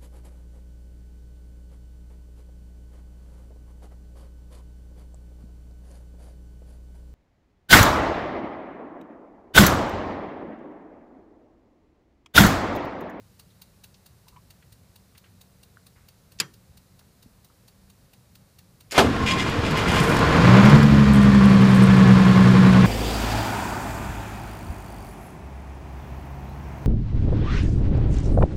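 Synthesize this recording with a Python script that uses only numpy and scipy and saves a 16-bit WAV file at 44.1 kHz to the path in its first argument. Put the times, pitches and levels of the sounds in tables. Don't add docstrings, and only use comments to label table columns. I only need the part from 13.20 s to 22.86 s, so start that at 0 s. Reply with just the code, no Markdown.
import sys
import numpy as np
from scipy import signal
from scipy.fft import rfft, irfft, next_fast_len
from scipy.io import wavfile
from scipy.ndimage import uniform_filter1d, minimum_filter1d, map_coordinates

SR = 44100
rng = np.random.default_rng(int(sys.argv[2]) if len(sys.argv) > 2 else 0)


def persist_wave(psi):
    counts = np.round(np.clip(psi, -1, 1) * 32767).astype(np.int16)
    wavfile.write(sys.argv[1], SR, np.atleast_2d(counts).T)


N = 426006
T = np.arange(N) / SR
CYLINDERS = 6
TURNING_S, SPIN_UP_S, EXHAUST_LAG_S = 5.82, 0.024, 0.21


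def engine():
    firing_hz = speed() * (1 + .002 * wander(rate=25))
    cycles = np.cumsum(firing_hz * (T > CRANKING[0][0])) / SR / CYLINDERS
    tailpipe = exhaust(cycles, firing_hz) + catches()
    block = knock(cycles, firing_hz) + rattle(cycles, firing_hz) + sizzle(cycles)
    return tailpipe + block + clacks() + jingle()


# time_s, firing_hz
CRANKING = [(5.7, 3.67), (5.999, 13), (6.4, 20.5)]
RACE_HZ_PER_S, INERTIA_S = 44.7, .14
GOVERNED_HZ, OVERSHOOT_HZ, OVERSHOOT_AT_S, SETTLE_S = 61.54, 10.7, 7.65, .67

def speed():
    s, hz = np.transpose(CRANKING)
    racing = np.interp(T, s, hz) + RACE_HZ_PER_S * np.maximum(T - s[-1], 0)
    governed = GOVERNED_HZ + OVERSHOOT_HZ * np.exp((OVERSHOOT_AT_S - T) / SETTLE_S)
    return uniform_filter1d(np.minimum(racing, governed), int(INERTIA_S * SR))


# time_s, opening (0 to 1)
FUEL_RACK = [(6.4, .25), (6.78, 0.67), (7.1, 0.77), (7.3, 1), (7.5, 0.89), (7.67, 0), (8.1, 0),
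             (8.55, 0.21), (9.6, 0.32)]

def fuel(lag_s=0):
    return np.clip(np.interp(T - lag_s, *np.transpose(FUEL_RACK)), 0, 1)


def effort(firing_hz, base_db, fuel_db, octave_db, lag_s=0):
    db = base_db + fuel_db * fuel(lag_s) + octave_db * np.log2(firing_hz / GOVERNED_HZ)
    return amp(db) * ramp(TURNING_S, TURNING_S + SPIN_UP_S)


def firing(cycles, depth, cylinder_db, stumble_db=4):
    firings = CYLINDERS * cycles
    stroke = firings.astype(int)
    cold = np.interp(T, [7.3, 7.9], [1, .3])
    db = cylinder_db * np.array([1, -1, 0, -1, 1, 0])[stroke % CYLINDERS]
    db = db + stumble_db * cold * rng.uniform(-2.05, 1, stroke.max() + 1)[stroke]
    swell = 1 + depth * amp(db) * np.exp(-(firings % 1) / 0.08)
    return np.where(cycles > 0, swell / np.sqrt(np.mean(swell[-SR:] ** 2)), 1)


def crank_tone(cycles, order, flutter):
    sine = np.sqrt(2) * np.sin(2 * np.pi * (order * cycles + rng.random()))
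    return sine * (1 + flutter * wander(rate=22))


WEAK_ORDERS = (10, 11, 13, 16, 19, 24, 36, 48)
WEAK_DB = (-23, -13.5, -15.5, -15.5, -13.5, -19, -24.5, -30.5)
# freq_hz, gain_db
PUFF_EQ = [(20, -11), (40, -11.5), (68, 4), (95, 4), (150, 1), (220, 1.5), (300, -3), (420, -13),
           (800, -49)]
DRONE_FROM_HZ, DRONE_FULL_HZ, DRONE_FUEL_DB = 45.5, 59, 3

def exhaust(cycles, firing_hz):
    throb = pipe(firing_hz) * crank_tone(cycles, order=6, flutter=0.44)
    throb *= ramp(TURNING_S, TURNING_S + SPIN_UP_S)
    second = crank_tone(cycles, order=12, flutter=0.24) * amp(DRONE_FUEL_DB * fuel(EXHAUST_LAG_S))
    third = crank_tone(cycles, order=18, flutter=0.068)
    weak = sum(amp(db) * crank_tone(cycles, k, flutter=0.47) for k, db in zip(WEAK_ORDERS, WEAK_DB))
    drone = pipe(2 * firing_hz) * second + pipe(3 * firing_hz) * (third + weak)
    drone *= np.interp(firing_hz, [DRONE_FROM_HZ, DRONE_FULL_HZ], [0, 1])
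    puffs = colour(rng.standard_normal(N) * firing(cycles, depth=0.82, cylinder_db=-2.5), PUFF_EQ)
    puffs *= effort(firing_hz, base_db=-26, fuel_db=7.2, octave_db=1, lag_s=EXHAUST_LAG_S)
    return throb + drone + puffs


# centre_hz, width_hz, gain_db
PIPE_MODES = [(43, 6, -32), (70, 10, -26.5), (127.1, 13, -20), (141.3, 12.5, -21), (194.2, 56, -12)]

def pipe(hz):
    return np.sqrt(sum((amp(db) * resonance(hz, f, width)) ** 2 for f, width, db in PIPE_MODES))


# start_s, level_db, pitch_hz, width_octaves, t60_s
CATCH_THUDS = [(6.5, -22.5, 151, 0.13, 0.67), (6.66, -24, 163, 0.26, 0.39), (6.735, -22, 176, 0.45, 0.28),
               (6.8, -13.5, 151, 0.12, 0.37), (6.84, -14.5, 151.8, 0.14, 0.26),
               (6.975, -14.5, 150, 0.32, 0.2), (7.24, -5.5, 121.9, 0.11, 0.72), (7.53, -6, 136, .2, 0.26)]

def catches():
    return narrow_rings(CATCH_THUDS, rise_s=0.0027)


# freq_hz, gain_db
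KNOCK_EQ = [(150, -7.5), (290, 1.5), (380, -1.5), (480, 0.6), (560, -1.5), (650, -1.5), (900, -3.5),
            (1300, -3), (1700, -6.5), (2300, -11.5), (3500, -19.5), (7000, -57)]
# centre_hz, width_hz, gain_db
PANEL_MODES = [(457.7, 30, 7.5), (1045, 77, 8), (1383, 14, 5.5), (1696, 100, 3.5), (2413, 70, 3),
               (5070, 56, -2.5)]
GEAR_ORDERS = (104, 156, 163)
GEAR_DB = (-11.5, -27, -14.5)

def knock(cycles, firing_hz):
    hits = impacts(cycles, count=90, jitter_s=.00005, uneven_db=1.5)
    blows = rng.standard_normal(N) + 0.81 * housing(hits, t60=0.056, direct=0.79)
    body = colour(blows * firing(cycles, depth=0.55, cylinder_db=2.0), KNOCK_EQ, PANEL_MODES)
    gears = sum(amp(db) * crank_tone(cycles, k, flutter=0.33) for k, db in zip(GEAR_ORDERS, GEAR_DB))
    gears *= ramp(7.3, 7.78)
    return (body + gears) * effort(firing_hz, base_db=-27.5, fuel_db=9.02, octave_db=1.5)


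# freq_hz, gain_db
RATTLE_EQ = [(1050, -8.5), (2150, 1), (2900, 0), (4300, -2.5), (5300, -6), (6100, -11), (6850, -10.5),
             (8300, -18.5), (11200, -25), (15400, -39)]

def rattle(cycles, firing_hz):
    hits = impacts(cycles, count=60, jitter_s=.0002, uneven_db=2.0)
    taps = rng.standard_normal(N) + 0.53 * housing(hits, t60=0.052, direct=0.43)
    clatter = colour(taps * firing(cycles, depth=0.338, cylinder_db=0), RATTLE_EQ, PANEL_MODES)
    return clatter * effort(firing_hz, base_db=-35.5, fuel_db=5.5, octave_db=2.1)


def impacts(cycles, count, jitter_s, uneven_db):
    angle, size = rng.random(count), rng.standard_normal(count)
    due_s = np.interp(np.arange(40)[:, None] + angle, cycles, T, right=-1)
    late, strength = rng.standard_normal((2,) + due_s.shape)
    at = np.round((due_s + jitter_s * late) * SR).astype(int)
    heard = (at > 0) & (at < N)
    train = np.bincount(at[heard], (size * amp(uneven_db * strength))[heard], N)
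    return train / np.std(train[-SR:])


def housing(x, t60, direct, paths=3):
    t, path = T[:SR // 8], rng.integers(0, paths, N)
    tails = rng.standard_normal((paths, len(t))) * amp(-60 * t / t60)
    return direct * x + sum(signal.oaconvolve(x * (path == k), tail / np.linalg.norm(tail))[:N]
                            for k, tail in enumerate(tails))


# freq_hz, gain_db
SIZZLE_EQ = [(2500, -18), (5500, -5), (9000, -3), (15500, -15)]
# start_s, hold_s, level_db
SIZZLE_BURSTS = [(6.565, 0.018, -43), (6.67, .28, -42), (7.43, 0.19, -54.5)]

def sizzle(cycles):
    grit = grains(per_s=2800, spread_db=3.0) * firing(cycles, depth=0.87, cylinder_db=-2.0)
    fizz = colour(housing(grit, t60=0.054, direct=0.76), SIZZLE_EQ)
    return fizz * bursts(SIZZLE_BURSTS, attack_s=0.018, t60=0.28)


# start_s, level_db
CLACK_HITS = [(6.296, -35), (6.509, -34), (6.572, -32), (6.691, -41), (6.759, -30.5), (6.804, -32),
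              (6.892, -30), (6.967, -30), (6.99, -33), (7.452, -31), (7.497, -31.5), (7.552, -36),
              (7.63, -32)]
# freq_hz, gain_db
SNAP_EQ = [(59, -46), (105, -14), (150, -11), (230, -19.5), (380, -12.5), (690, -25), (1150, -9.5),
           (2100, -2.5), (2450, -3), (3860, -8), (4660, -1), (5300, -2), (6260, -13), (6800, -2),
           (8050, -10), (13600, -13.5), (15100, -23)]

def clacks(t60=0.053):
    out, t = np.zeros(N), T[:4096]
    for s, db in CLACK_HITS:
        add(out, s, amp(db - 60 * t / t60) * colour(rng.standard_normal(len(t)), SNAP_EQ))
    return out


# freq_hz, gain_db
JINGLE_EQ = [(6000, -23.5), (8000, -1.5), (8800, 1.5), (9600, -5.5), (11000, -9), (15000, -15)]
# start_s, hold_s, level_db
JINGLE_BURSTS = [(7.925, .02, -41), (8.015, .02, -43), (8.53, 0.11, -46)]

def jingle(steady_db=-53):
    tinkle = colour(housing(grains(per_s=370, spread_db=2.0), t60=0.021, direct=0.55), JINGLE_EQ)
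    shaking = amp(steady_db) * ramp(OVERSHOOT_AT_S, OVERSHOOT_AT_S + SETTLE_S)
    return tinkle * np.hypot(shaking, bursts(JINGLE_BURSTS, attack_s=.012, t60=.2))


# freq_hz, gain_db
GRIND_EQ = [(900, -33), (1550, -4.5), (2050, -2), (2600, -3), (3400, -3.5), (4400, -11.5), (6700, -13),
            (15200, -38.5)]
# centre_hz, width_hz, gain_db
RING_GEAR_MODES = [(2086, 71, 10.5), (2410, 38, 8), (2900, 75, 10), (3260, 100, 7), (4970, 120, 8)]
# start_s, hold_s, level_db
GRIND_BURSTS = [(5.745, 0.05, -25.5), (6.054, 0.057, -22.5), (6.178, 0.016, -25), (6.255, 0.023, -30.5),
                (6.425, .05, -31.5), (6.55, 0.057, -30), (6.66, .14, -28)]
# time_s, pitch_hz, level_db
STARTER_WHINE = [(5.89, 1025, -45), (5.97, 1080, -35), (6.03, 1095, -31), (6.085, 1045, -32),
                 (6.156, 1066, -26), (6.185, 1052, -32), (6.3, 1041, -50)]

def starter(scrape_db=-42.5, off_s=6.9):
    teeth = housing(grains(per_s=2400, spread_db=3.5), t60=0.08, direct=.9)
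    grind = colour(teeth, GRIND_EQ, RING_GEAR_MODES)
    on_s = CRANKING[0][0]
    engaged = ramp(on_s, on_s + SPIN_UP_S) - ramp(off_s, off_s + SPIN_UP_S)
    grind *= np.hypot(amp(scrape_db) * engaged, bursts(GRIND_BURSTS, attack_s=0.025, t60=0.25))
    s, hz, db = np.transpose(STARTER_WHINE)
    pitch = np.interp(T, s, hz) * (1 + 0.015 * wander(rate=90))
    whine = unit(np.sin(2 * np.pi * np.cumsum(pitch) / SR) * (1 + 0.46 * wander(rate=95)))
    return grind + whine * fader(s, db)


# start_s, level_db, decay_factor
SLAM_HITS = [(5.722, -34, 1.43), (5.744, -26.5, 3.4), (5.763, -24, 0.97), (5.778, -6, 0.83),
             (5.787, -16, 1.27)]
# freq_hz, gain_db
SLAM_EQ = [(32, -48), (48, -26), (68, -8), (105, -18), (245, -4), (320, -8), (410, -5), (540, -3),
           (680, -1.5), (810, -6), (1380, -5), (2000, -14), (3200, -13.5), (6500, -23.5), (15000, -37.5)]
# freq_hz, t60_s
SLAM_DECAY = [(70, 0.73), (260, 0.77), (600, 0.22), (2000, 0.13), (15000, 0.15)]

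def pinion(rise_s=0.0013):
    out, t = np.zeros(N), T[:SR // 2]
    for s, db, stretch in SLAM_HITS:
        slam = struck_metal(SLAM_EQ, SLAM_DECAY, stretch, tail_db=-24.5, tail_t60=0.69)
        add(out, s, amp(db) * slam * (1 - np.exp(-t / rise_s)))
    return out


# start_s, level_db, decay_factor
SNAP_HITS = [(3.2008, -17, 0.95), (3.2028, -19.5, 0.82), (5.71, -36, 1.8), (5.719, -30.5, 4)]
# freq_hz, t60_s
SNAP_DECAY = [(150, 0.46), (500, 0.2), (2000, 0.071), (6000, 0.035), (15000, 0.037)]
# pitch_hz, level_db, t60_s
SPRING_MODES = [(1820, -45, 0.25), (3206, -42, 0.18), (5900, -45.5, 0.207)]

def relay():
    out, t = np.zeros(N), T[:SR // 2]
    for s, db, stretch in SNAP_HITS:
        add(out, s, amp(db) * struck_metal(SNAP_EQ, SNAP_DECAY, stretch, tail_db=-34.5, tail_t60=0.32))
    for hz, db, t60 in SPRING_MODES:
        add(out, SNAP_HITS[0][0], amp(db - 60 * t / t60) * np.sin(2 * np.pi * hz * t))
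    return out


# freq_hz, gain_db
TICK_EQ = [(300, -17), (900, -4.5), (1700, -7), (2800, -6.5), (4000, -2.5), (5200, -4), (6800, -5),
           (8200, -9.5), (11000, -9.5), (13000, -10), (15000, 1.5)]
# centre_hz, width_hz, gain_db
BRASS_MODES = [(2760, 180, 11), (3860, 190, 8), (4480, 280, 8.5), (5050, 270, 0), (8940, 340, 15),
               (9800, 250, 4), (11500, 650, 6)]
# start_s, tick_count, beat_s, limp_s
TICK_RUNS = [(.1958, 6, .2217, .0006), (1.5245, 19, .2268, .00735)]
# time_s, level_db
TICK_RIDE = [(.6, -32), (.9, -37.5), (2.7, -37.5), (3.7, -40.3), (5.6, -38)]

def timer(trim_db=-7, scatter_db=1.1, drop_s=0.0042, drop_db=-10, slide_s=.003, slide_db=-11):
    out, t = np.zeros(N), T[:4096] - slide_s
    after = np.maximum(t, 0)
    slide = amp(slide_db) * (t < 0)
    unlock = amp(-60 * after / .045) * (1 - np.exp(-after / .0007))
    landing = amp(drop_db - 60 * abs(t - drop_s) / 0.0073) * (t > drop_s)
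    tail = amp(-20 - 60 * after / 0.29) * (t > 0)
    envelope = slide + unlock + landing + tail
    for start_s, count, beat_s, limp_s in TICK_RUNS:
        for k in range(count):
            s = start_s + k * beat_s + limp_s * (k % 2)
            db = np.interp(s, *np.transpose(TICK_RIDE)) + scatter_db * rng.standard_normal()
            tick = colour(rng.standard_normal(len(t)), TICK_EQ, BRASS_MODES) * envelope
            add(out, s - slide_s, amp(db + trim_db) * tick)
    return out


# start_s, level_db, pitch_hz, width_octaves, t60_s
PANEL_TOUCHES = [(.302, -61, 3700, 0.206, .1), (.742, -54, 4086, 0.86, 0.081),
                 (1.07, -57, 950, 0.18, 0.115), (1.125, -60.5, 1050, 0.22, 0.18),
                 (1.161, -42, 1015, 0.19, 0.064), (1.163, -55, 2320, 0.53, 0.051),
                 (1.424, -56.5, 1900, 1, 0.065), (1.95, -56, 2100, 0.93, 0.095),
                 (2.04, -56, 1860, 1, 0.177), (2.571, -47.5, 1440, 0.19, 0.032),
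                 (2.76, -62.5, 1360, 0.98, 0.49), (3.188, -38.5, 3860, 0.81, 0.069),
                 (3.81, -55, 1200, .7, .04), (4.06, -46.5, 188, 0.37, 0.08), (4.3, -56, 1150, 0.33, .045)]

def handling():
    return narrow_rings(PANEL_TOUCHES, rise_s=0.00048)


# freq_hz, gain_db
AIR_EQ = [(12, -44.5), (20, -30.5), (42, -6), (103, -1), (194, -8), (295, -18), (557, -18), (606, -21),
          (799, -22.5), (3380, -31.5), (3990, -27), (6050, -30.5), (8680, -31), (10200, -31), (15100, -33)]

def air(bed_db=-57.5, hum_hz=186, hum_db=-66.5, gust_db=2.0):
    pitch = hum_hz * (1 + 0.017 * wander(rate=10))
    hum = np.sin(2 * np.pi * np.cumsum(pitch) / SR) * (1 + 0.45 * wander(rate=12))
    bed = colour(rng.standard_normal(N), AIR_EQ)
    rumble = signal.sosfiltfilt(signal.butter(2, 200, fs=SR, output="sos"), bed)
    gusts = rumble * (amp(gust_db * wander(rate=16)) - 1)
    return amp(bed_db) * (bed + gusts) + amp(hum_db) * hum


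def struck_metal(eq, decay, stretch, tail_db, tail_t60):
    t = T[:SR // 2]
    bins, hz = rfft(colour(rng.standard_normal(len(t)), eq)), np.fft.rfftfreq(len(t), 1 / SR)
    centres, t60s = np.transpose(decay)
    out = 0
    for share, t60 in zip(np.eye(len(decay)), t60s):
        band = irfft(bins * log_curve(np.c_[centres, share], hz), len(t))
        out = out + band * (amp(-60 * t / (t60 * stretch)) + amp(tail_db - 60 * t / tail_t60))
    return out


def narrow_rings(rows, rise_s):
    out, t = np.zeros(N), T[:SR // 2]
    octaves = np.log2(np.fft.rfftfreq(len(t), 1 / SR) + 1)
    for s, db, hz, width, t60 in rows:
        band = 1 / (1 + ((octaves - np.log2(hz)) / width) ** 4)
        ring = unit(irfft(rfft(rng.standard_normal(len(t))) * band))
        add(out, s, ring * amp(db - 60 * t / t60) * (1 - np.exp(-t / rise_s)))
    return out


def grains(per_s, spread_db):
    sizes = rng.standard_normal(N) * amp(spread_db * np.minimum(rng.exponential(1, N), 4))
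    return sizes * (rng.random(N) < per_s / SR)


def colour(x, eq, modes=()):
    size = next_fast_len(len(x))
    hz = np.fft.rfftfreq(size, 1 / SR)
    db = log_curve(eq, hz) + sum(boost * resonance(hz, f, width) for f, width, boost in modes)
    return unit(irfft(rfft(x, size) * amp(db), size)[:len(x)])


def resonance(hz, centre_hz, width_hz):
    return 1 / (1 + (2 * (hz - centre_hz) / width_hz) ** 2)


def log_curve(points, hz):
    f, value = np.transpose(points)
    return np.interp(np.log(hz + 1), np.log(f + 1), value)


def fader(times, db, fade_s=.05):
    outside = np.maximum(times[0] - T, 0) + np.maximum(T - times[-1], 0)
    return amp(np.interp(T, times, db)) * np.exp(-(outside / fade_s) ** 2)


def bursts(rows, attack_s, t60):
    return sum(ramp(s, s + attack_s) * amp(db - 60 * np.maximum(T - s - hold_s, 0) / t60)
               for s, hold_s, db in rows)


def ramp(start_s, full_s):
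    return np.clip((T - start_s) / max(full_s - start_s, 1 / SR), 0, 1)


def wander(rate):
    knots = rng.standard_normal(4096)
    return map_coordinates(knots, [T[::64] * rate], order=3, mode="wrap").repeat(64)[:N]


def add(mix, s, sound):
    part = mix[round(s * SR):][:len(sound)]
    part += sound[:len(part)]


def amp(db):
    return 10 ** (np.asarray(db) / 20)


def unit(x):
    return x / np.sqrt(np.mean(x ** 2) + 1e-20)


def scene():
    return (air() + timer() + handling() + relay() + pinion() + starter() + engine())[None]


def record(dry):
    gain = uniform_filter1d(minimum_filter1d(1 / np.maximum(abs(dry), 1), size=201), size=201)
    lowpass = signal.firwin(511, cutoff=15400, window=("kaiser", 9), fs=SR)
    return signal.oaconvolve(dry * gain, lowpass[None], "same")


dry = scene()
out = record(dry)
persist_wave(out)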